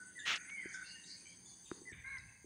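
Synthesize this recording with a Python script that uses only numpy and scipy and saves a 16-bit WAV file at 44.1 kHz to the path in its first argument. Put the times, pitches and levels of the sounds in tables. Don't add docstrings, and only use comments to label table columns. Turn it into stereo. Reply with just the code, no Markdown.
import sys
import numpy as np
from scipy import signal
from scipy.fft import rfft, irfft
from scipy.io import wavfile

SR = 44100
rng = np.random.default_rng(int(sys.argv[2]) if len(sys.argv) > 2 else 0)


def wrap_up_sound(samples):
    columns = np.atleast_2d(samples).T
    tamed = np.clip(columns, -1, 1)
    steps = np.round(tamed * 32767).astype(np.int16)
    wavfile.write(sys.argv[1], SR, steps)


def magnitude_from_level(level_db):
    exponent = np.asarray(level_db, float) / 20
    return 10 ** exponent


N = 108045
CHANGE_S = 1.92
BURR = .8


def t():
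    return np.arange(N) / SR


def rms_one(x):
    return x / np.sqrt(np.mean(x ** 2) + 1e-20)


def drift(rate_hz, size=N):
    r = np.exp(-2 * np.pi * rate_hz / SR)
    wander = signal.lfilter([1], [1, -2 * r, r * r], rng.standard_normal(size + SR))
    return rms_one(wander[SR:])


def band(x, low_hz, high_hz, order=2):
    limits = [low_hz, min(high_hz, .45 * SR)]
    return signal.sosfilt(signal.butter(order, limits, "band", fs=SR, output="sos"), x)


def noise_band(low_hz, high_hz, order=2):
    return rms_one(band(rng.standard_normal(N), low_hz, high_hz, order))


def colour(x, points):
    hz, db = np.transpose(points)
    grid = np.maximum(np.arange(N // 2 + 1) * SR / N, 1)
    gain = magnitude_from_level(np.interp(np.log(grid), np.log(hz), db))
    return rms_one(irfft(rfft(x) * gain, N))


def ring(x, hz, t60):
    r = magnitude_from_level(-60 / (t60 * SR))
    w = 2 * np.pi * hz / SR
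    return signal.lfilter([0, np.sin(w)], [1, -2 * r * np.cos(w), r * r], x + 1e-18)


def grains(per_s, spread_db):
    happens = rng.random(N) < per_s / SR
    size = magnitude_from_level(spread_db * np.minimum(rng.exponential(1, N), 4))
    return happens * size * rng.choice([-1, 1], N)


def gate(start, length, edge):
    to_edge = np.minimum(t() - start, start + length - t())
    return np.sin(np.pi / 2 * np.clip(to_edge / edge, 0, 1)) ** 2


def levelled(rows, levels_db):
    return [(*row, db) for row, db in zip(rows, levels_db)]


def glides(rows):
    out = 0
    waver = magnitude_from_level(2 * drift(50))
    for start, length, from_hz, to_hz, db in rows:
        hz = np.interp(t(), [start, start + length], [from_hz, to_hz])
        tone = np.sin(2 * np.pi * np.cumsum(hz) / SR)
        out = out + np.sqrt(2) * magnitude_from_level(db) * gate(start, length, 0.0028) * tone
    return out * waver


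def air():
    # f/Hz, level/dB
    air_colour = [(25, -33), (70, 2), (190, -1), (330, -17.5), (650, -11), (2000, -13.5), (3800, -19),
                  (8000, -44)]
    hiss = colour(rng.standard_normal(N), air_colour)
    edges = 20 * 2. ** np.arange(11)
    octaves = [band(hiss, low, high) * magnitude_from_level(drift(7.6)) for low, high in zip(edges, edges[1:])]
    return magnitude_from_level(-64) * sum(octaves)


def motor():
    hum_hz, width_hz = 181.4, 22.3
    return magnitude_from_level(-73) * noise_band(hum_hz - width_hz / 2, hum_hz + width_hz / 2)


def traffic():
    murmur_hz, width_hz = 300.4, 144
    swell = magnitude_from_level(-74 + 1.5 * drift(8.5))
    return swell * noise_band(murmur_hz - width_hz / 2, murmur_hz + width_hz / 2)


def wind():
    # t/s, level/dB
    gusts = [
        (1.92, -54.5),
        (2.06, -67),
        (2.12, -62),
        (2.28, -62),
        (2.45, -70.5),
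    ]
    strength = magnitude_from_level(np.interp(t(), *np.transpose(gusts)) + 0.5 * drift(13))
    return strength * noise_band(47, 136)


def insects():
    # f/Hz, width/Hz, level/dB, throb rate/Hz, throb depth/dB, time of one throb peak/s
    insect_bands = [(4693, 420, -73, 0.97, -0.5, 0.13), (6228, 247, -66.5, 6.3, -0.5, 0.34),
                    (6607, 120, -69.5, 9.0, 2, 0.08), (7893, 220, -74.5, 10.9, 7.0, 0.544),
                    (7540, 570, -76, 3.8, 1, 0.15), (9020, 110, -77.5, 11, 3.5, 0.56),
                    (8864, 390, -72, 18, 3, 0.065), (9190, 55, -74, 11, 4, .48),
                    (6316, 20, -73, 5.02, 0.5, .45), (9096, 720, -66.5, 10.6, 2, 0.459)]
    out = 0
    for hz, width_hz, db, rate, depth_db, peak_s in insect_bands:
        clicks = grains(5800, 0.69)
        song = rms_one(band(clicks, hz - width_hz / 2, hz + width_hz / 2))
        throb_db = depth_db * np.cos(2 * np.pi * rate * (t() - peak_s))
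        out = out + song * magnitude_from_level(db + throb_db + 2.5 * drift(3.35))
    return out


def linger():
    # start t/s, low f/Hz, high f/Hz, time to fade 60 dB/s
    hanging = [(0.0, 1700, 2150, 1.0), (.33, 1400, 2450, 1.2), (.63, 1500, 2300, 1.3),
               (1.92, 1600, 2400, 1.5), (1.92, 2600, 3700, .5), (2.15, 1500, 2400, 1.3),
               (.72, 3000, 3800, .8), (1.72, 900, 2000, .4), (.735, 4900, 7300, .3), (.685, 5900, 6800, .6),
               (1.07, 5100, 6800, .6), (1.73, 250, 480, .9), (1.93, 1000, 1600, .8), (1.66, 2400, 3750, .5),
               (.2, 2700, 3750, .4), (.88, 2650, 2980, .9), (2.075, 3850, 4200, .9), (2.19, 4200, 5100, .6),
               (1.67, 3600, 3780, .8), (.745, 3550, 3750, .8)]
    hanging_db = [-67.5, -53.5, -52, -57, -67.5, -67, -69, -66, -56.5, -61.5, -62.5, -63, -75.5, -67, -67,
                  -65, -71, -74, -70, -68.5]
    out = 0
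    for s, low_hz, high_hz, t60, db in levelled(hanging, hanging_db):
        fade_db = db - 60 * np.maximum(t() - s, 0) / t60
        fade = magnitude_from_level(fade_db + 2.0 * drift(22)) * gate(s, 3, 0.0046)
        out = out + fade * noise_band(low_hz, high_hz, order=5)
    return out


def crow():
    # t/s, f/Hz
    pitch = [
        (2.033, 505),
        (2.06, 538),
        (2.095, 550),
        (2.14, 536),
        (2.195, 505),
    ]
    # multiple of the pitch, level/dB
    partials = [(2, -67.5), (3, -54.5), (4, -50), (5, -88)]
    hz = np.interp(t(), *np.transpose(pitch)) + 7 * drift(152)
    phase = 2 * np.pi * np.cumsum(hz) / SR
    voice = 0
    for multiple, db in partials:
        rough = 1 + .4 * drift(130)
        voice = voice + np.sqrt(2) * magnitude_from_level(db) * np.sin(round(multiple) * phase) * rough
    return voice * gate(2.033, .165, .026)


def buzzer():
    # start t/s, length/s, level/dB
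    rasps = [
        (0.696, 0.051, -67.5),
        (0.828, 0.13, -57),
        (1.042, 0.14, -55),
        (1.263, 0.08, -69.5),
        (1.45, 0.091, -69),
        (1.672, 0.15, -70.5),
    ]
    throat = rms_one(band(grains(1500, 0.94), 4190, 4960, order=3))
    return throat * sum(magnitude_from_level(db) * gate(s, length, 0.41 * length) for s, length, db in rasps)


def chirper():
    # start t/s, top f/Hz, level/dB
    chirps = [
        (0.189, 3682, -61),
        (0.74, 3600, -67),
        (1.034, 3840, -66),
        (1.649, 3716, -67.5),
    ]
    hold_s, fall_s = 0.019, 0.031
    held = [(s, hold_s, hz, hz * .97, db) for s, hz, db in chirps]
    held += [(s, hold_s * 2.1, 2 * hz, 2 * hz * .93, db - 3) for s, hz, db in chirps]
    drops = [(s + hold_s / 2, fall_s, hz, hz * .7, db - 10) for s, hz, db in chirps]
    return glides(held) * (1 + BURR * drift(150)), glides(drops)


def pipers():
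    # start t/s, length/s, from f/Hz, to f/Hz
    piped = [(.555, .03, 2930, 3050), (.578, .05, 3080, 3130), (.635, .07, 3100, 3120),
             (.843, .055, 2690, 2760), (.895, .075, 2800, 2850), (.965, .07, 2830, 2770),
             (1.17, .05, 2500, 2450), (1.255, .025, 2330, 2310), (1.455, .09, 3510, 3500),
             (2.06, .03, 3900, 3980), (1.925, .1, 3620, 3580), (1.09, .07, 2200, 2200),
             (2.19, .17, 2580, 2600), (1.44, .06, 6800, 7000), (1.25, .1, 3000, 3350),
             (1.3, .04, 2450, 2150), (2.17, .055, 3900, 3850), (.63, .27, 2240, 2200),
             (1.89, .028, 5600, 5550), (1.0, .18, 1900, 1800)]
    piped_db = [-75, -69, -78, -66.5, -65, -71.5, -70.5, -67.5, -76, -73, -76.5, -72, -75, -68, -78.5, -71,
                -75.5, -69, -79, -75.5]
    return glides(levelled(piped, piped_db)) * (1 + BURR * drift(84))


def whistler():
    # start t/s, length/s, from f/Hz, to f/Hz
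    whistled = [(0.0, .035, 1500, 1490), (.045, .07, 1500, 1500), (.153, .03, 1975, 1945),
                (.178, .016, 1930, 1740), (.19, .028, 1730, 1720), (.215, .02, 1740, 1880),
                (.23, .075, 1885, 1895), (.473, .04, 2050, 2210), (.508, .05, 2240, 2235),
                (.559, .018, 2190, 2160), (.576, .015, 2170, 2150), (.592, .024, 2090, 2070),
                (.616, .018, 2050, 2000), (.625, .03, 1900, 1600), (.65, .045, 1600, 1390),
                (.7415, .026, 1545, 1510), (.784, .034, 1520, 1520), (.825, .03, 1520, 1520),
                (.905, .04, 1520, 1520), (.955, .035, 1810, 1820), (1.853, .024, 2010, 2010),
                (1.874, .018, 2010, 1980), (1.885, .035, 1900, 1760), (.372, .15, 1480, 1510)]
    whistled_db = [-55.5, -63, -57.5, -49, -54.5, -71, -51.5, -55, -51.5, -53.5, -44.5, -48, -48.5, -62.5,
                   -67, -47, -49, -61, -71, -60, -60, -52, -56.5, -68]
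    return glides(levelled(whistled, whistled_db))


def echoes(x):
    age = np.arange(SR) / SR
    clumps = rng.standard_normal(SR) * magnitude_from_level(1.5 * drift(52, size=SR))
    far_trees = magnitude_from_level(-60 * age / 0.95)
    near_trees = magnitude_from_level(13 - 60 * age / 0.11)
    tail = clumps * (far_trees + near_trees) * (age > 0.0053)
    tail = tail / np.sqrt(np.sum(tail ** 2))
    return magnitude_from_level(-2) * signal.fftconvolve(x, tail)[:N] * (1 + 0.14 * drift(45))


def finger_rub(slips):
    # t/s, level/dB
    pressure = [
        (0.253, -49.5),
        (0.265, -40),
        (0.283, -35),
        (0.34, -35.5),
        (0.341, -37),
        (0.358, -42),
        (.372, -45.5),
        (0.38, -49),
    ]
    # f/Hz, level/dB
    rub_colour = [(400, -19), (950, -15), (1400, -3), (2900, -1), (4900, -14), (6500, -13), (11000, -52),
                  (15400, -35)]
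    s, db = np.transpose(pressure)
    rub = band(colour(slips, rub_colour), 110, 18000, order=1)
    dull_hz, dulls_s = 4400, .335
    treble = signal.sosfilt(signal.butter(3, dull_hz, "high", fs=SR, output="sos"), rub)
    bass = signal.sosfilt(signal.butter(3, dull_hz, fs=SR, output="sos"), rub)
    rub = bass + treble * np.interp(t(), [dulls_s, dulls_s + 0.0044], [1, .3])
    return rub * magnitude_from_level(np.interp(t(), s, db, left=-120, right=-120))


def skin_brushes(slips):
    # start t/s, length/s, low f/Hz, high f/Hz
    brushes = [
        (.353, .016, 4300, 6800),
        (.491, .017, 1150, 3300),
        (2.182, .007, 4200, 5400),
        (.36, .02, 1200, 4500),
    ]
    brushes_db = [-45, -55, -56, -58]
    out = 0
    for s, length, low_hz, high_hz, db in levelled(brushes, brushes_db):
        skin = rms_one(band(slips, low_hz, high_hz, order=3))
        out = out + skin * magnitude_from_level(db) * gate(s, length, length / 3)
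    return out


def case_taps():
    # t/s, thump level/dB, click level/dB, click f/Hz
    taps = [
        (0.6562, -37, -70, 1240),
        (1.7145, -30.5, -28.5, 1290),
        (1.816, -47.5, -70, 1300),
        (1.918, -48.5, -57, 2970),
        (2.171, -99, -45, 2460),
        (2.443, -46, -77, 1324),
    ]
    soft = signal.butter(4, 520, fs=SR, output="sos")
    out = 0
    for s, thump_db, click_db, click_hz in taps:
        tap = 1. * (np.arange(N) == int(s * SR))
        thump = signal.sosfilt(soft, band(ring(tap, 355, .028), 70, 900, order=1))
        click = ring(tap, click_hz, 5.5 / click_hz)
        click = band(click, click_hz / 1.35, min(click_hz * 2, 6500), order=1 + (click_hz > 1600))
        out = out + magnitude_from_level(thump_db) * thump - magnitude_from_level(click_db) * click
    return out


def handling():
    slips = grains(15000, 2.5)
    return finger_rub(slips) + skin_brushes(slips) + case_taps()


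def scene():
    first = t() < CHANGE_S
    second = ~first
    held, drops = chirper()
    birds = whistler() + pipers() + held + buzzer() + crow()
    first_echoes = echoes((birds + drops) * first) * first
    second_echoes = 0.67 * echoes(birds * second)
    far = birds + first_echoes + second_echoes + linger()
    far = far + (motor() + traffic()) * first + wind() * second
    far = far + insects() * magnitude_from_level(-7 * second) + air() * magnitude_from_level(-3 * second)
    treble_cut = signal.cheby2(10, 50, 9855 * 1.106, fs=SR, output="sos")
    mid = handling() + signal.sosfilt(treble_cut, far)
    return np.array([mid, mid])


def top_cut(x):
    return signal.sosfilt(signal.butter(12, 15990, fs=SR, output="sos"), x)


def record(dry):
    low = signal.sosfilt(signal.butter(2, 40, "high", fs=SR, output="sos"), dry)
    port_hz = 15150
    port = noise_band(port_hz - 700, port_hz + 700) * magnitude_from_level(-88.5 + 1.5 * drift(8))
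    hiss_db = -101 + 6 * (t() > CHANGE_S) + 1.6 * drift(6)
    hiss = noise_band(11000, 12000, order=1) * magnitude_from_level(hiss_db)
    side = magnitude_from_level(-95) * noise_band(15000, 15700) * np.array([[1], [-1]])
    top = signal.cheby2(16, 40, 16050, fs=SR, output="sos")
    return top_cut(signal.sosfilt(top, low + port + hiss + side))


dry = scene()
out = record(dry)
wrap_up_sound(out)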